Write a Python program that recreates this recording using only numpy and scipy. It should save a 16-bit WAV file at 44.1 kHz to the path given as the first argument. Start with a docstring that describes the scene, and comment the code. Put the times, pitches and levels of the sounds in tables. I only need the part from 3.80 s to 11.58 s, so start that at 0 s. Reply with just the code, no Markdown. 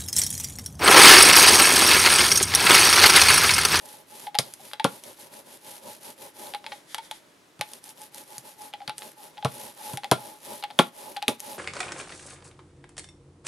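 """A small rubber paint roller runs back and forth over thick card on a craft table.
As each stroke speeds up and slows, tacky paint fizzes off the drum, the card rumbles and the axle
rubs a hum from the drum; patches of paint let go with a snap. The loose drum clicks and rings hollowly
as it hits its axle stop or lands on the card. Now and then the roller lands hard and the table rings.
Off the card, the drum scrapes along its wire and the handle rustles. The room is small and furnished."""
import sys
import numpy as np
from scipy import signal
from scipy.fft import rfft, irfft, next_fast_len
from scipy.io import wavfile
from scipy.ndimage import uniform_filter1d, map_coordinates

SR = 44100
rng = np.random.default_rng(int(sys.argv[2]) if len(sys.argv) > 2 else 0)


def transcribe(signal):
    """Save signal, clipped to [-1, 1], as a 16-bit WAV file at the path in sys.argv[1]."""
    frames = np.atleast_2d(signal).T
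    limited = np.clip(frames, -1, 1)
    pcm = np.round(limited * 32767).astype(np.int16)
    wavfile.write(sys.argv[1], SR, pcm)


N = 343098
T = np.arange(SR // 4) / SR  # time since a blow, s


def amp(db):
    """Decibels to gain."""
    return 10 ** (np.asarray(db) / 20)


def unit(x):
    """Scale to rms 1."""
    return x / np.sqrt(np.mean(x ** 2) + 1e-20)


def unit_head(x, span_s):
    """Scale a blow to rms 1 over its first span_s."""
    return x / np.sqrt(np.mean(x[T < span_s] ** 2) + 1e-20)


def along(points, hz):
    """Interpolate (f/Hz, value) points on a log axis."""
    f, value = np.transpose(points)
    return np.interp(np.log(hz + 1), np.log(f + 1), value)


def wobble(rate_hz):
    """Smooth random curve, rate_hz knots a second."""
    knots = rng.standard_normal(int(N * rate_hz / SR) + 4)
    return map_coordinates(knots, [np.arange(N) * rate_hz / SR])


def filtered(x, response):
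    """Apply a frequency response."""
    n = x.shape[-1]
    size = next_fast_len(n + 8192)
    return irfft(rfft(x, size) * response(np.fft.rfftfreq(size, 1 / SR)), size)[..., :n]


def coloured(x, spectrum, size=1024):
    """Minimum-phase filter with the given spectrum."""
    cepstrum = irfft(np.log(amp(along(spectrum, np.fft.rfftfreq(size, 1 / SR)))))
    cepstrum[1:size // 2] *= 2
    cepstrum[size // 2 + 1:] = 0
    return signal.fftconvolve(x, irfft(np.exp(rfft(cepstrum))))[:len(x)]


def band(x, lo_hz, hi_hz, order=3, span_s=0.036):
    """One band of a blow, at rms 1 over its first span_s."""
    sos = signal.butter(order, [lo_hz, hi_hz], "band", fs=SR, output="sos")
    return unit_head(signal.sosfilt(sos, x), span_s)


def burst(t60_s):
    """Decaying noise."""
    return rng.standard_normal(len(T)) * amp(-60 * T / t60_s)


def attack(rise_s):
    """Exponential rise to 1."""
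    return 1 - np.exp(-T / rise_s)


def ringing(modes, hz):
    """Damped sines at ratios of hz, in random phase."""
    return sum(amp(db - 60 * T / t60_s) * np.sin(2 * np.pi * (ratio * hz * T + rng.random()))
               for ratio, db, t60_s in modes)


def add(track, t_s, sound):
    """Mix a sound in at t_s."""
    i = round(t_s * SR)
    track[i:i + len(sound)] += sound[:N - i]


# left-right likeness: f/Hz, correlation
COHERENCE = [(60, 0.94), (150, 0.76), (380, 0.72), (950, 0.29), (2380, 0.31), (5980, 0.76), (15000, 0.73)]


def spread(pair, response):
    """Two unrelated signals become coloured, partly alike stereo of rms 1."""
    def mid_side(hz):
        angle = np.arccos(along(COHERENCE, hz)) / 2
        return response(hz) * np.array([np.cos(angle), np.sin(angle)])
    mid, side = filtered(pair, mid_side)
    return unit(np.array([mid + side, mid - side]))


def noise(spectrum):
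    """Stereo noise with the given spectrum."""
    return spread(rng.standard_normal((2, N)), lambda hz: amp(along(spectrum, hz)))


# pushes and pulls: t/s, length/s, fastest point/share of length, fizz/dB, rumble/dB, hum/dB
STROKES = [(-.02, 0.28, .45, -50.5, -52, -50), (0.259, 0.24, 0.67, -48.5, -49, -50.5),
           (.575, 0.24, 0.34, -52.5, -55, -54.5), (0.769, .195, .45, -50, -53, -59.5),
           (1.03, 0.21, 0.5, -50, -54, -57), (1.217, 0.15, 0.43, -49.5, -52, -57),
           (1.36, 0.14, 0.4, -50, -52.5, -56), (1.495, 0.14, 0.54, -50, -52, -54.5),
           (1.63, 0.17, 0.6, -51, -53, -59), (1.797, 0.22, 0.56, -48, -49, -50),
           (1.998, .2, 0.54, -48, -47, -50), (2.199, 0.15, .5, -47, -49.5, -48),
           (2.362, 0.16, 0.54, -49, -48.5, -50), (2.533, .27, 0.36, -47.5, -48.5, -47.5),
           (3.791, 0.21, 0.79, -52.5, -57.5, -58), (4.016, 0.12, 0.6, -49.5, -57, -54.5),
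           (4.147, 0.15, 0.54, -50.5, -56, -53), (4.317, 0.14, .47, -48, -53.5, -54.5),
           (4.449, 0.17, 0.63, -49.5, -54, -48.5), (4.625, 0.14, 0.36, -50, -56.5, -53.5),
           (4.764, 0.15, 0.52, -49.5, -53.5, -45.5), (5.152, .2, 0.47, -50, -52.5, -52.5),
           (5.357, 0.16, 0.52, -51.5, -56.5, -46.5), (5.634, 0.32, 0.63, -47, -48, -49),
           (5.933, 0.25, 0.64, -45, -45.5, -42.5), (6.297, 0.32, 0.48, -50, -50.5, -46),
           (6.595, 0.26, 0.43, -46, -45.5, -48), (6.982, 0.13, 0.18, -49.5, -58, -46),
           (7.12, 0.3, 0.34, -49, -48.5, -46), (7.473, 0.1, 0.31, -51.5, -48, -44.5),
           (7.577, 0.25, 0.46, -46.5, -46, -46.5)]


def stroke_levels(overlap_s=0.011):
    """Speed arches over each stroke; the drum still turns as the hand reverses, so strokes overlap."""
    t = np.arange(N) / SR
    levels = np.zeros((3, N))
    speed_powers = np.array([[1.23], [1.57], [1.7]])  # fizz, rumble, hum
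    for start_s, length_s, fastest, *db in STROKES:
        knots_s = [start_s - overlap_s, start_s + length_s * fastest, start_s + length_s + overlap_s]
        during = (t > knots_s[0]) & (t < knots_s[2])
        speed = np.sin(np.interp(t[during], knots_s, [0, np.pi / 2, np.pi]))
        levels[:, during] = np.hypot(levels[:, during], amp(db)[:, None] * speed ** speed_powers)
    return levels


# breaking paint threads: f/Hz, level/dB
PAINT_SPECTRUM = [(650, -35), (1100, -20), (1160, -8), (1610, -5), (1860, -5.5), (2360, -6), (3300, -3.5),
                  (3690, -3.5), (5340, -4.5), (8170, -6.5), (9450, -0.5), (11400, 1), (12500, -3.5),
                  (14800, -22.5), (16000, -54)]


def paint_fizz(fizz, peak_threads_per_s=16000, clump_db=1.5):
    """Paint threads snap behind the drum, more densely at speed."""
    threads_per_s = peak_threads_per_s * np.sqrt(fizz / fizz.max())
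    sizes = amp(2.9 * np.minimum(rng.exponential(size=N), 6))
    breaks = rng.random(N) < threads_per_s / SR
    threads = unit(sizes * breaks * rng.standard_normal((2, N)))
    hiss = 0.8 * rng.standard_normal((2, N))
    clumped = (threads + hiss) * amp(clump_db * wobble(170))
    return fizz * spread(clumped, lambda hz: amp(along(PAINT_SPECTRUM, hz)))


def paint_crackles(fizz, max_db=3, range_db=8, count=130):
    """Thicker threads break at random; each tick follows the strength of the stroke."""
    out = np.zeros(N)
    for place, drop in rng.random((count, 2)):
        i = int(place * (N - 1))
        tick = unit_head(coloured(burst(0.004), PAINT_SPECTRUM), 0.006)
        add(out, i / SR, fizz[i] * amp(max_db - range_db * drop) * tick)
    return out


# resonances of the turning drum: f/Hz, width/Hz, level/dB
HUM_MODES = [(847, 16, 5), (967, 25, -16.5)]


def drum_hum(waver_db=2.5):
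    """Uneven rubbing on the axle keeps the hollow drum's note going."""
    def resonances(hz):
        return sum(amp(db) * 1j * hz * width_hz / (mode_hz ** 2 - hz ** 2 + 1j * hz * width_hz)
                   for mode_hz, width_hz, db in HUM_MODES)
    note = spread(rng.standard_normal((2, N)), resonances)
    envelope = np.sqrt(np.abs(uniform_filter1d(note[0] ** 2, size=SR // 30)))
    evened = unit(note / (envelope + 0.3))
    return evened * amp(waver_db * wobble(22))


# card on the table: f/Hz, level/dB
RUMBLE_SPECTRUM = [(40, -28), (70, -30), (105, -8.5), (130, -6.5), (175, -12.5), (220, 2), (300, -5.5),
                   (410, 1.5), (480, -7), (530, 4.5), (605, 5), (700, -8), (960, 1), (1150, -14),
                   (1600, -32)]
# dry rubber on card: f/Hz, level/dB
SCUFF_SPECTRUM = [(500, -17), (1200, -3.5), (1900, 4), (3400, 5), (5000, -3), (8000, -11), (14000, -36.5)]


def rolling(fizz, rumble, hum, paint_db=1, rumble_db=1, scuff_db=-8, flutter_db=3):
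    """Paint fizzes, the drum hums, the card's grain shakes the table and dry rubber scuffs."""
    paint = amp(paint_db) * paint_fizz(fizz)
    drum = hum * drum_hum()
    card = amp(rumble_db) * rumble * noise(RUMBLE_SPECTRUM) * amp(flutter_db * wobble(25))
    scuff = amp(scuff_db) * np.sqrt(fizz * rumble) * noise(SCUFF_SPECTRUM)
    return paint + card + drum + scuff


# body of a tick: f/Hz, level/dB
TICK_MID = [(100, -44), (330, -21), (550, -2.5), (900, -7), (1400, -4), (1800, -3), (2250, 0), (2700, -3),
            (3300, 1), (4600, -5.5), (5800, -20.5), (9000, -52)]
# bright edge of a tick: f/Hz, level/dB
TICK_TREBLE = [(3000, -16.5), (5500, -1), (7900, -4.5), (8600, 0), (9500, 2.5), (11300, -1.5),
               (13000, -13.5), (16000, -36.5)]


def contact(spectrum, t60_s, tail_db, tail_t60_s, rise_s=0.00018):
    """A hard contact: a short crack and a weaker shiver of the frame."""
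    blow = (burst(t60_s) + amp(tail_db) * burst(tail_t60_s)) * attack(rise_s)
    return unit_head(coloured(blow, spectrum), 0.0046)


# paint patches letting go: t/s, mid/dB, treble/dB
SNAPS = [(0.0565, -58, -44), (0.088, -54, -45), (0.7377, -47, -35.5), (1.2373, -48, -40.5),
         (3.9346, -44, -37.5), (4.0406, -67, -41.5), (4.092, -55.5, -42.5), (4.2171, -52, -42),
         (4.3456, -65, -39.5), (4.5814, -54, -33), (4.819, -59, -43), (5.1816, -41, -33.5),
         (5.19, -66, -42), (7.597, -53, -46), (7.603, -46, -33)]


def paint_snaps(mid_trim_db=-1):
    """Patches of paint tear off the card with a bright tick."""
    out = np.zeros(N)
    for t_s, mid_db, treble_db in SNAPS:
        mid = contact(TICK_MID, t60_s=0.0028, tail_db=-11, tail_t60_s=0.03)
        treble = contact(TICK_TREBLE, t60_s=0.0027, tail_db=-16.5, tail_t60_s=0.024)
        add(out, t_s, amp(mid_db + mid_trim_db) * mid + amp(treble_db) * treble)
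    return out


# struck hollow drum: f/ring pitch, level/dB, t60/s
DRUM_MODES = [(1, -1.5, 0.062), (.93, -4, 0.028), (1.13, -23, .035), (.66, -26, 0.02)]


def hollow_click(tick_db, treble_db, ring_db, ring_hz, swell_s=0.0075, ring_trim_db=-2):
    """A plastic tick, after which the drum's hollow note swells and fades."""
    note = unit_head(ringing(DRUM_MODES, ring_hz) * attack(swell_s), 0.021)
    tick = contact(TICK_MID, t60_s=0.0047, tail_db=-17, tail_t60_s=0.06, rise_s=0.00021)
    treble = contact(TICK_TREBLE, t60_s=0.0063, tail_db=-13.5, tail_t60_s=0.03)
    return amp(ring_db + ring_trim_db) * note + amp(tick_db) * tick + amp(treble_db) * treble


# clicks of the drum as it hits its axle stop or lands on the card:
# t/s, tick/dB, treble/dB, ring/dB, ring f/Hz, graze lead/s (0 = none), graze re hit/dB
DRUM_CLICKS = [(0.4713, -40, -53, -34.5, 830, 0.0031, -0.5), (0.5518, -30.5, -39, -29.5, 833, 0.0067, -4.5),
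               (0.797, -62, -77, -45.5, 843, 0.00037, 0), (0.934, -30.5, -41.5, -43, 845, 0.02, -15),
               (0.999, -30.5, -45, -31.5, 880, 0.0018, 1), (2.7473, -31, -42, -34, 826, 0.0097, -3),
               (2.8643, -32.5, -48, -40, 878, 0.022, -9.5), (2.9226, -36, -62, -42.5, 826, 0.0027, -1),
               (3.1456, -28, -30.5, -41.5, 860, 0.00021, 0), (3.1833, -37.5, -42, -38, 898, 0.0024, -1),
               (3.312, -31.5, -37.5, -36.5, 868, 0, 4), (3.8112, -26.5, -31, -32.5, 844, 0.00046, 0),
               (4.9372, -33.5, -49.5, -37, 825, 0.0073, -14), (5.017, -48.5, -72, -41.5, 809, 0.013, -0.5),
               (5.0952, -29.5, -41, -33.5, 850, 0.016, -5.5), (5.2206, -38.5, -61, -47, 855, 0, 0),
               (5.5793, -42.5, -70, -40.5, 850, .0073, -6), (5.6262, -39.5, -68, -35, 843, 0, 0),
               (6.1728, -33, -33, -34.5, 820, 0, 0), (6.244, -32, -43.5, -33.5, 830, 0.0097, -4),
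               (6.838, -30, -42, -31.5, 829, .0125, -7.5), (6.9089, -44, -56, -41, 825, 0.0055, 0.5),
               (7.368, -33.5, -42.5, -35.5, 815, 0.0035, -2), (7.4255, -30, -39, -33.5, 829.4, 0.0044, -8)]


def drum_clicks(dull_db=-7):
    """The loose drum hits its axle stop or lands on the card, often with a duller graze just before."""
    out = np.zeros(N)
    for t_s, tick_db, treble_db, ring_db, hz, lead_s, graze_db in DRUM_CLICKS:
        add(out, t_s, hollow_click(tick_db, treble_db, ring_db, hz))
        if lead_s > 0:
            graze_treble_db = treble_db + graze_db + dull_db
            graze = hollow_click(tick_db + graze_db, graze_treble_db, ring_db + graze_db, hz)
            add(out, t_s - lead_s, graze)
    return out


# roller frame: f/crack pitch, level/dB, t60/s
FRAME_MODES = [(0.721, -12, 0.0067), (.88, -5, 0.0088), (1, -8, 0.013), (1.12, 3, 0.0048),
               (1.45, -18, 0.02)]


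def frame_crack(hz):
    """The frame strikes the axle and rings briefly."""
    ring = unit_head(ringing(FRAME_MODES, hz) * attack(0.00031), 0.0046)
    tick = contact(TICK_MID, t60_s=0.0092, tail_db=-5.5, tail_t60_s=0.048)
    return unit_head(ring + amp(-4.5) * tick, 0.0071)


# card and table: f/Hz, level/dB, t60/s
TABLE_MODES = [(126.7, -3, 0.12), (138.7, -2.5, .13), (176, -4.5, 0.076), (236, 8, 0.037),
               (291, -7.5, 0.058), (353, -4, 0.032), (446, -6.5, 0.097), (546, 2, 0.035),
               (614, -1.5, 0.036), (837, 2.5, 0.083), (950, -10, 0.045), (1265, -31, 0.028),
               (1390, 0.5, 0.087), (1650, 11, 0.013)]


def table_thud(taps=3, chatter_s=0.009):
    """The drum's chatter rings card and table (thud); the hand's weight drives the low modes (boom)."""
    chatter = np.zeros(len(T))
    strengths = rng.uniform(0.12, 0.48, taps) * rng.choice([-1, 1], taps)
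    chatter[(rng.random(taps) * chatter_s * SR).astype(int)] = strengths
    chatter[0] = 1
    modes = [amp(db + rng.normal(0, 1) - 60 * T / t60_s) * np.sin(2 * np.pi * hz * T)
             for hz, db, t60_s in TABLE_MODES]
    card = band(burst(0.045) * attack(0.002), 170, 900, order=2, span_s=0.02)  # many damped modes
    ring = sum(mode * rng.choice([-1, 1]) for mode in modes)
    thud = card + unit_head(signal.fftconvolve(chatter, ring)[:len(T)], 0.02)
    boom = band(sum(modes[:3]), 100, 300)
    return thud, boom


# roller set down: t/s, crack/dB, crack f/Hz, treble/dB, boom/dB, knock/dB, slap/dB
LANDINGS = [(0.5871, -15.5, 4410, -19.5, -36, -40, -32), (1.0436, -23.5, 3140, -24.5, -35, -23.5, -21),
            (3.7928, -53, 3000, -53, -48, -54.5, -53), (4.5800, -61, 3600, -59, -55.5, -69, -66),
            (5.077, -33, 4000, -43, -49.5, -52.5, -50), (5.6476, -28.5, 3620, -32.5, -26.5, -36, -26),
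            (6.1340, -45.5, 2940, -38.5, -37.5, -48, -45), (6.3134, -22, 3860, -20, -26, -22.5, -18),
            (6.9897, -12.5, 3194, -22, -40, -19, -17), (7.481, -17.5, 3080, -22, -44.5, -28, -30.5)]


def landings(rebound_db=-8, rebound_s=0.007, thud_lag_s=0.001725):
    """The roller lands: the frame cracks, the table thuds and a rebound ticks."""
    out = np.zeros(N)
    for t_s, crack_db, crack_hz, treble_db, boom_db, knock_db, slap_db in LANDINGS:
        crack = frame_crack(crack_hz)
        treble = contact(TICK_TREBLE, t60_s=0.0094, tail_db=-13.5, tail_t60_s=0.083)
        rebound = contact(TICK_MID, t60_s=0.0063, tail_db=-5.5, tail_t60_s=0.1)
        thud, boom = table_thud()
        knock = amp(knock_db) * band(thud, 195, 500)
        slap = amp(slap_db) * band(thud, 450, 1350)
        add(out, t_s, amp(crack_db) * crack + amp(treble_db) * treble + amp(boom_db) * boom)
        add(out, t_s + thud_lag_s, knock + slap)
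        add(out, t_s + rebound_s, amp(slap_db + rebound_db) * rebound)
    return out


def swells(rows):
    """Gain with one Gaussian bump per row."""
    t = np.arange(N) / SR
    return sum(amp(db) * np.exp(-((t - peak_s) / half_s) ** 2) for peak_s, half_s, db in rows)


# hand jostling the handle: t/s, half length/s, level/dB
JOSTLES = [(2.9, 0.09, -55.5), (3.27, 0.39, -61.5), (5.02, 0.12, -60.5), (5.58, 0.11, -58),
           (6.26, 0.045, -54), (6.94, 0.066, -56.5)]
# drum sliding along its axle: t/s, half length/s, level/dB
SLIDES = [(2.945, 0.054, -54.5), (3.12, 0.035, -49), (3.252, 0.031, -51.5), (3.352, 0.035, -51.5)]
# plastic on wire: f/Hz, level/dB
SCRAPE_SPECTRUM = [(1000, -14), (2000, -1), (2700, -10), (3400, -0.5), (4100, -5.5), (5500, -7),
                   (8000, -10), (11000, -5), (13000, -18), (15500, -42)]


def lifted_roller(hiss_db=-4):
    """Off the card, plastic scrapes thinly on the wire axle and the handle rustles in the hand."""
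    scrape = noise(SCRAPE_SPECTRUM)
    rustle = noise(RUMBLE_SPECTRUM) + amp(hiss_db) * scrape
    return swells(SLIDES) * scrape + swells(JOSTLES) * rustle


# room decay: f/Hz, t60/s
ROOM_DECAY = [(120, 0.21), (600, 0.19), (3000, 0.19), (12000, 0.14)]


def room(x, delay_s=0.005):
    """A small furnished room: each frequency dies at its own speed."""
    hz, t, bins = signal.stft(rng.standard_normal((2, SR // 3)), SR, nperseg=256)
    decay = amp(-60 * t / along(ROOM_DECAY, hz)[:, None])
    _, tail = signal.istft(bins * decay, SR, nperseg=256)
    tail = spread(tail, np.ones_like)
    tail = np.pad(tail, ((0, 0), (round(delay_s * SR), 0)))
    return signal.fftconvolve(x[None], tail / np.linalg.norm(tail[0]), axes=1)[:, :N]


# left minus right at share 1: f/Hz, level/dB
PAN_LEVEL = [(60, 0), (200, 0), (500, .7), (900, 1.8), (1400, 2.8), (2500, 1.2), (5000, .3), (12000, -.4)]
# left minus right at share 1: f/Hz, phase/rad
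PAN_PHASE = [(0, 0.053), (690, -0.065), (1460, -0.59), (2840, -0.18), (4570, -0.43), (7490, -0.48),
             (10400, -0.53), (12000, 0.05), (14900, -0.0), (15700, 0.1), (16100, 0.5)]


def placed(x, share):
    """Level and phase differ between the channels; the left is mostly louder."""
    def response(hz):
        left = amp(share * along(PAN_LEVEL, hz) / 2) * np.exp(0.5j * share * along(PAN_PHASE, hz))
        return np.array([left, 1 / left])
    return filtered(x, response)


# room hiss: f/Hz, level/dB
HISS_SPECTRUM = [(15, -60), (25, -38), (166, -7), (229, -14), (277, -5.5), (317, -5.5), (427, -10),
                 (463, -10.5), (1290, -14.5), (1840, -15.5), (3400, -20), (10100, -26.5), (13200, -32),
                 (14800, -36.5), (16000, -48)]


def scene(room_db=-14, hiss_db=-58.5):
    """The roller works over the room's quiet hiss; only the blows reverberate."""
    fizz, rumble, hum = stroke_levels()
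    blows = drum_clicks() + paint_snaps() + landings()
    strokes = rolling(fizz, rumble, hum) + paint_crackles(fizz) + lifted_roller()
    blows = blows + amp(room_db) * room(blows)
    hiss = amp(hiss_db) * noise(HISS_SPECTRUM)
    return placed(blows, share=0.96) + placed(strokes, share=0.36) + hiss


def record(dry, ceiling=0.9, top_hz=16000):
    """Clip near full scale, then cut everything above top_hz."""
    return filtered(np.clip(dry, -ceiling, ceiling), lambda hz: hz < top_hz)


dry = scene()
out = record(dry)
transcribe(out)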